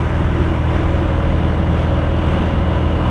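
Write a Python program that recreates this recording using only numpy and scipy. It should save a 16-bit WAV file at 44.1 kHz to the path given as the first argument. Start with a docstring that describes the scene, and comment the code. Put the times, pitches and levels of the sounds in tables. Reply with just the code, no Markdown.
"""The drone of a four-cylinder engine and its propeller, heard in a light aircraft's cabin at steady power.
The drone is a harmonic series on the four-stroke cycle rate; its upper multiples flutter and buzz.
Slipstream is coloured noise: it rushes over skin and windows, and rasps with each firing.
Turbulence adds a deep buffet, a rumble and a hollow boom; a narrow band of noise whistles faintly."""
import sys
import numpy as np
from scipy import signal
from scipy.fft import rfft, irfft, next_fast_len
from scipy.io import wavfile
from scipy.ndimage import uniform_filter1d, map_coordinates

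SR = 44100
rng = np.random.default_rng(int(sys.argv[2]) if len(sys.argv) > 2 else 0)


def wav_out(sig):
    """Save sig, one row per channel (or a flat mono array), as 16-bit PCM at SR to the path in sys.argv[1]."""
    wavfile.write(sys.argv[1], SR, np.round(np.clip(np.atleast_2d(sig).T, -1, 1) * 32767).astype(np.int16))


N = 136710

# engine speed: (time [s], four-stroke cycle rate [Hz])
CYCLE_RATE = [(0, 20.297), (.5, 20.292), (1.5, 20.273), (2.2, 20.288), (3.1, 20.302)]
# strong lines of the drone; 4 is the firing and blade rate:
# (multiple of the cycle rate [-], level before the common drone trim [dB])
STRONG_LINES = [(1, -35), (2, -32), (3, -37), (4, -18.1), (6, -24.3), (7, -32.3), (8, -30), (9, -29.3),
                (10, -40), (12, -40), (14, -35), (15, -32.5), (16, -33), (18, -41.5), (21, -44), (22, -43),
                (24, -41.5), (27, -36.5), (28, -43.5), (32, -45), (34, -47), (36, -44.5), (39, -45),
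                (48, -46), (50, -44.5), (68, -53)]
# exhaust pulses within one cycle: (position [share of the cycle], strength [-])
EXHAUST_PULSES = [(.02, 0.75), (.225, 0.8), (.51, 0.93), (.735, 0.4696)]


def amp(db):
    """Level to amplitude: 20 dB is a factor of ten."""
    return 10 ** (np.asarray(db) / 20)


def unit(x):
    """Normalization by the root mean square, to rms 1."""
    return x / np.sqrt(np.mean(x ** 2) + 1e-20)


def along(points, hz):
    """Interpolation of (frequency [Hz], value) points on a logarithmic frequency axis."""
    f, v = np.transpose(points)
    return np.interp(np.log(hz + 1), np.log(f + 1), v)


def curve(rows):
    """Linear interpolation of (time [s], value) points, one value per sample."""
    return np.interp(np.arange(N) / SR, *np.transpose(rows))


def wobble(rate):
    """Band-limited random modulation: a smooth curve through random knots, rate knots a second."""
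    grid = np.linspace(0, N / SR, 1024)
    knots = rng.standard_normal(512)
    smooth = map_coordinates(knots, [grid * rate], mode="mirror")
    return np.interp(np.arange(N) / SR, grid, smooth)


def filtered(x, response):
    """Linear filtering: the spectrum of x times a response of frequency."""
    m = next_fast_len(N + SR // 2)  # room for the filter's tail
    return irfft(rfft(x, m) * response(np.fft.rfftfreq(m, 1 / SR)), m)[:N]


def noise(spectrum, patchy_db):
    """Turbulent noise of rms 1: eddies are time-frequency patches of random gain, then coloured."""
    cells = signal.stft(rng.standard_normal(N), nperseg=512)[2]
    field = uniform_filter1d(rng.standard_normal(cells.shape), size=7, axis=0)  # across frequency
    field = uniform_filter1d(field, size=12, axis=1)  # across time
    air = signal.istft(cells * amp(patchy_db * unit(field)), nperseg=512)[1][:N]
    return unit(filtered(air, lambda hz: amp(along(spectrum, hz))))


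def resonance(hz, width_hz):
    """Resonant filtering: noise of rms 1 in a two-pole-pair band, width_hz wide at -6 dB."""
    return unit(filtered(rng.standard_normal(N), lambda f: 1 / (1 + 2j * (f - hz) / width_hz) ** 2))


def even(x):
    """Envelope normalization: slow chance swells levelled by the running rms over 1/8 s."""
    return x / np.sqrt(np.abs(uniform_filter1d(x ** 2, size=SR // 8)) + 1e-9)


def line(cycles, multiple, waver_db):
    """Fourier component of the pulse train: one wavering multiple, more scrambled in phase higher up."""
    blade_lead = .018  # share of the cycle by which the blades pass ahead of the exhaust pulses
    pulses = sum(size * np.exp(-2j * np.pi * multiple * at) for at, size in EXHAUST_PULSES)
    scramble = rng.normal() * min((multiple / 20) ** 2, np.pi)  # by the cabin
    phase = np.angle(pulses) + scramble
    lead = blade_lead if multiple % len(EXHAUST_PULSES) == 0 else 0
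    tone = np.sqrt(2) * np.cos(2 * np.pi * multiple * (cycles + lead) + phase)
    return tone * amp(waver_db * wobble(4.014))


def drone(cycles):
    """Harmonic series of exhaust and propeller: strong lines, steadiest at the firing rate."""
    # the cabin's midrange lines come forward early on: (time [s], gain [dB])
    mid_lines = [(0, -13), (.55, -8), (.82, 3), (3.1, 4)]
    # limits of that midrange: (lower [Hz], upper [Hz])
    mid_band = (430, 830)
    trim_db = -1
    throb_db, waver_db_per_octave = .3, .45  # waver of the firing line, and its growth away from it
    out, mid_gain = np.zeros(N), amp(curve(mid_lines))
    for multiple, db in STRONG_LINES:
        k = round(multiple)
        octaves_away = abs(np.log2(k / len(EXHAUST_PULSES)))
        waver_db = throb_db + waver_db_per_octave * octaves_away
        in_mid = mid_band[0] < k * CYCLE_RATE[0][1] < mid_band[1]
        out += amp(db + trim_db) * line(cycles, k, waver_db) * (mid_gain if in_mid else 1)
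    return out


def buzz(cycles, count):
    """Subharmonics of the firing rate: unequal cylinders fill the other multiples with weak flutter."""
    # weak lines between and above the strong ones: (frequency [Hz], level per line [dB])
    weak_lines = [(100, -37), (260, -41.5), (400, -64), (700, -53), (1000, -53.5), (1200, -58.5),
                  (2000, -64.5), (3000, -65.5)]
    strong = {round(k) for k, db in STRONG_LINES}
    out = np.zeros(N)
    for k in range(1, count):
        if k not in strong:
            level_db = along(weak_lines, k * CYCLE_RATE[0][1])
            out += amp(level_db) * line(cycles, k, waver_db=2.0)
    return out


def rasp(cycles):
    """Periodic amplitude modulation: a noise gain of rms 1 with a puff at each firing."""
    depth = 0.49  # lift per unit of firing strength, before scaling to rms 1
    width, lead = 0.066, 0.088  # standard deviation and lead of a puff, shares of the cycle
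    puffs = np.zeros(N)
    for at, size in EXHAUST_PULSES:
        offset = (cycles - at + lead + .5) % 1 - .5  # wrapped distance from the puff's peak
        puffs += size * np.exp(-.5 * (offset / width) ** 2)
    return unit(1 + depth * puffs)


def slipstream(cycles):
    """Boundary-layer noise: rush and window hiss follow the flow and pulse with the engine."""
    # slipstream rush heard through the cabin: (frequency [Hz], relative level [dB])
    rush_spectrum = [(150, -21), (400, -2), (520, 1), (555, 3.5), (592, 6.5), (690, -1.5), (850, -1),
                     (1000, 2), (1100, -2.5), (1270, -2), (1400, -5), (1550, -4.5), (1880, -10.5),
                     (2030, -8), (2170, -11.5), (2400, -11), (2600, -14.5), (2800, -11.5), (3130, -14.5),
                     (3450, -16), (4000, -27.5), (5000, -35), (9000, -78)]
    # hiss at the windows: (frequency [Hz], relative level [dB])
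    hiss_spectrum = [(1500, -28.5), (3500, 3.5), (5000, -2.5), (5900, 1.5), (7000, -4.5), (8900, -5),
                     (10500, -14), (14000, -26)]
    # strength of the slipstream: (time [s], level before its mean is removed [dB])
    flow = [(0, -.6), (.28, -1.6), (.43, 0.7), (.63, -2.2), (.75, 2), (.9, -0.9), (1.02, 0.5), (1.15, -1),
            (1.3, -0.2), (1.45, -0.4), (1.68, -1), (1.8, 1.5), (1.92, -0.5), (2.13, -0.9), (2.36, 2.4),
            (2.5, 0.7), (2.66, -1.5), (2.74, 0.4), (2.84, -0.8), (3, 0.3), (3.1, 1.9)]
    flow_db = curve(flow)
    rush = amp(-27) * noise(rush_spectrum, patchy_db=0.8)
    hiss = amp(-53.5) * noise(hiss_spectrum, patchy_db=1.25)
    return amp(flow_db - flow_db.mean()) * rasp(cycles) * (rush + hiss)


def turbulence():
    """Broadband excitation by eddies: buffet, rumble and hollow boom, each surging in its own time."""
    # deep buffeting of the airframe: (frequency [Hz], relative level [dB])
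    buffet_spectrum = [(12, -27), (28, -15), (41, 1), (57, 0), (72, -6), (100, -20), (200, -60),
                       (600, -150)]
    # slipstream rumble in the cabin's resonances: (frequency [Hz], relative level [dB])
    rumble_spectrum = [(50, -30), (80, -7), (105, -2.5), (135, 2), (165, 1.5), (205, -1), (240, -3),
                       (268, -7.5), (330, -11), (400, -12), (500, -20), (900, -36), (4000, -130)]
    # surges of the buffet: (time [s], level [dB])
    buffet_level = [(0, -29), (.12, -22.5), (.55, -25), (.7, -28.5), (.83, -21.5), (1, -24.5), (1.13, -22),
                    (1.6, -24.5), (1.8, -28), (2, -24), (2.45, -25), (2.6, -22.5), (2.76, -25.5),
                    (2.88, -21), (3.03, -27), (3.1, -26)]
    # surges of the rumble: (time [s], level [dB])
    rumble_level = [(0, -31), (.28, -25.5), (.38, -23.5), (.5, -26.5), (1.0, -29), (1.23, -26.5),
                    (1.48, -23.5), (1.65, -22.5), (1.85, -24.5), (2.2, -27.5), (2.38, -21), (2.68, -27),
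                    (2.78, -25.5), (2.9, -26.5), (3.1, -23)]
    # surges of the hollow cabin resonance: (time [s], level [dB])
    boom_level = [(0, -22), (.14, -35), (.22, -26.5), (.3, -30.5), (.42, -21.5), (.54, -29.5), (.65, -43),
                  (.77, -23), (.9, -30), (1.05, -25), (1.17, -41), (1.57, -29.5), (1.72, -36.5),
                  (2.15, -33.5), (2.33, -27.5), (2.55, -33.5), (2.75, -32.5), (3.1, -32.5)]
    buffet = amp(curve(buffet_level)) * even(noise(buffet_spectrum, patchy_db=-1.5))
    rumble = amp(curve(rumble_level)) * even(noise(rumble_spectrum, patchy_db=0))
    boom = amp(curve(boom_level)) * even(resonance(hz=338, width_hz=62))
    return buffet + rumble + boom


def whistle():
    """Narrow-band flow noise: a faint breathy whistle, as of air at a window seal."""
    # strength of the whistle: (time [s], level [dB])
    whistle_level = [(0, -53), (1.5, -47.5), (1.85, -48), (2.5, -43), (3.1, -42)]
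    return amp(curve(whistle_level)) * resonance(hz=2880, width_hz=260)


def cabin(x):
    """Time-varying spectral colouring: the cabin's tint drifts as the passengers shift."""
    # how much of the tint is applied: (time [s], amount [share])
    tint_share = [(0, 1.05), (.7, 0.5), (1.2, 0), (1.9, -0.06), (2.4, -0.24), (3.1, -0.3)]
    # colour at a share of one: (frequency [Hz], gain [dB])
    tint = [(85, -0.5), (120, 2.2), (160, -0.85), (200, -2.5), (250, 0.5), (300, -1), (355, -1.2),
            (450, 1.5), (1000, 0), (1700, 2), (2300, 1.5), (3300, -0.4), (4200, -0.8), (5500, 2.3),
            (9000, 1.7)]
    return x + curve(tint_share) * filtered(x, lambda hz: amp(along(tint, hz)) - 1)


def scene():
    """Superposition of engine and air, with lines and rasp timed by one jittered crankshaft phase."""
    jitter_s = .00005  # scatter of the firing times
    speed = curve(CYCLE_RATE)
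    cycles = np.cumsum(speed) / SR + jitter_s * speed * wobble(29.94)
    engine = drone(cycles) + buzz(cycles, count=110)
    air = slipstream(cycles) + turbulence() + whistle()
    return cabin(engine + air)[None]


def record(dry):
    """Band limitation: a short linear fade-in, then nothing kept above the top frequency."""
    fade_s, top_hz = .002, 14800
    opening = np.minimum(np.arange(N) / SR / fade_s, 1)
    return np.array([filtered(ch * opening, lambda hz: hz < top_hz) for ch in dry])


dry = scene()
out = record(dry)
wav_out(out)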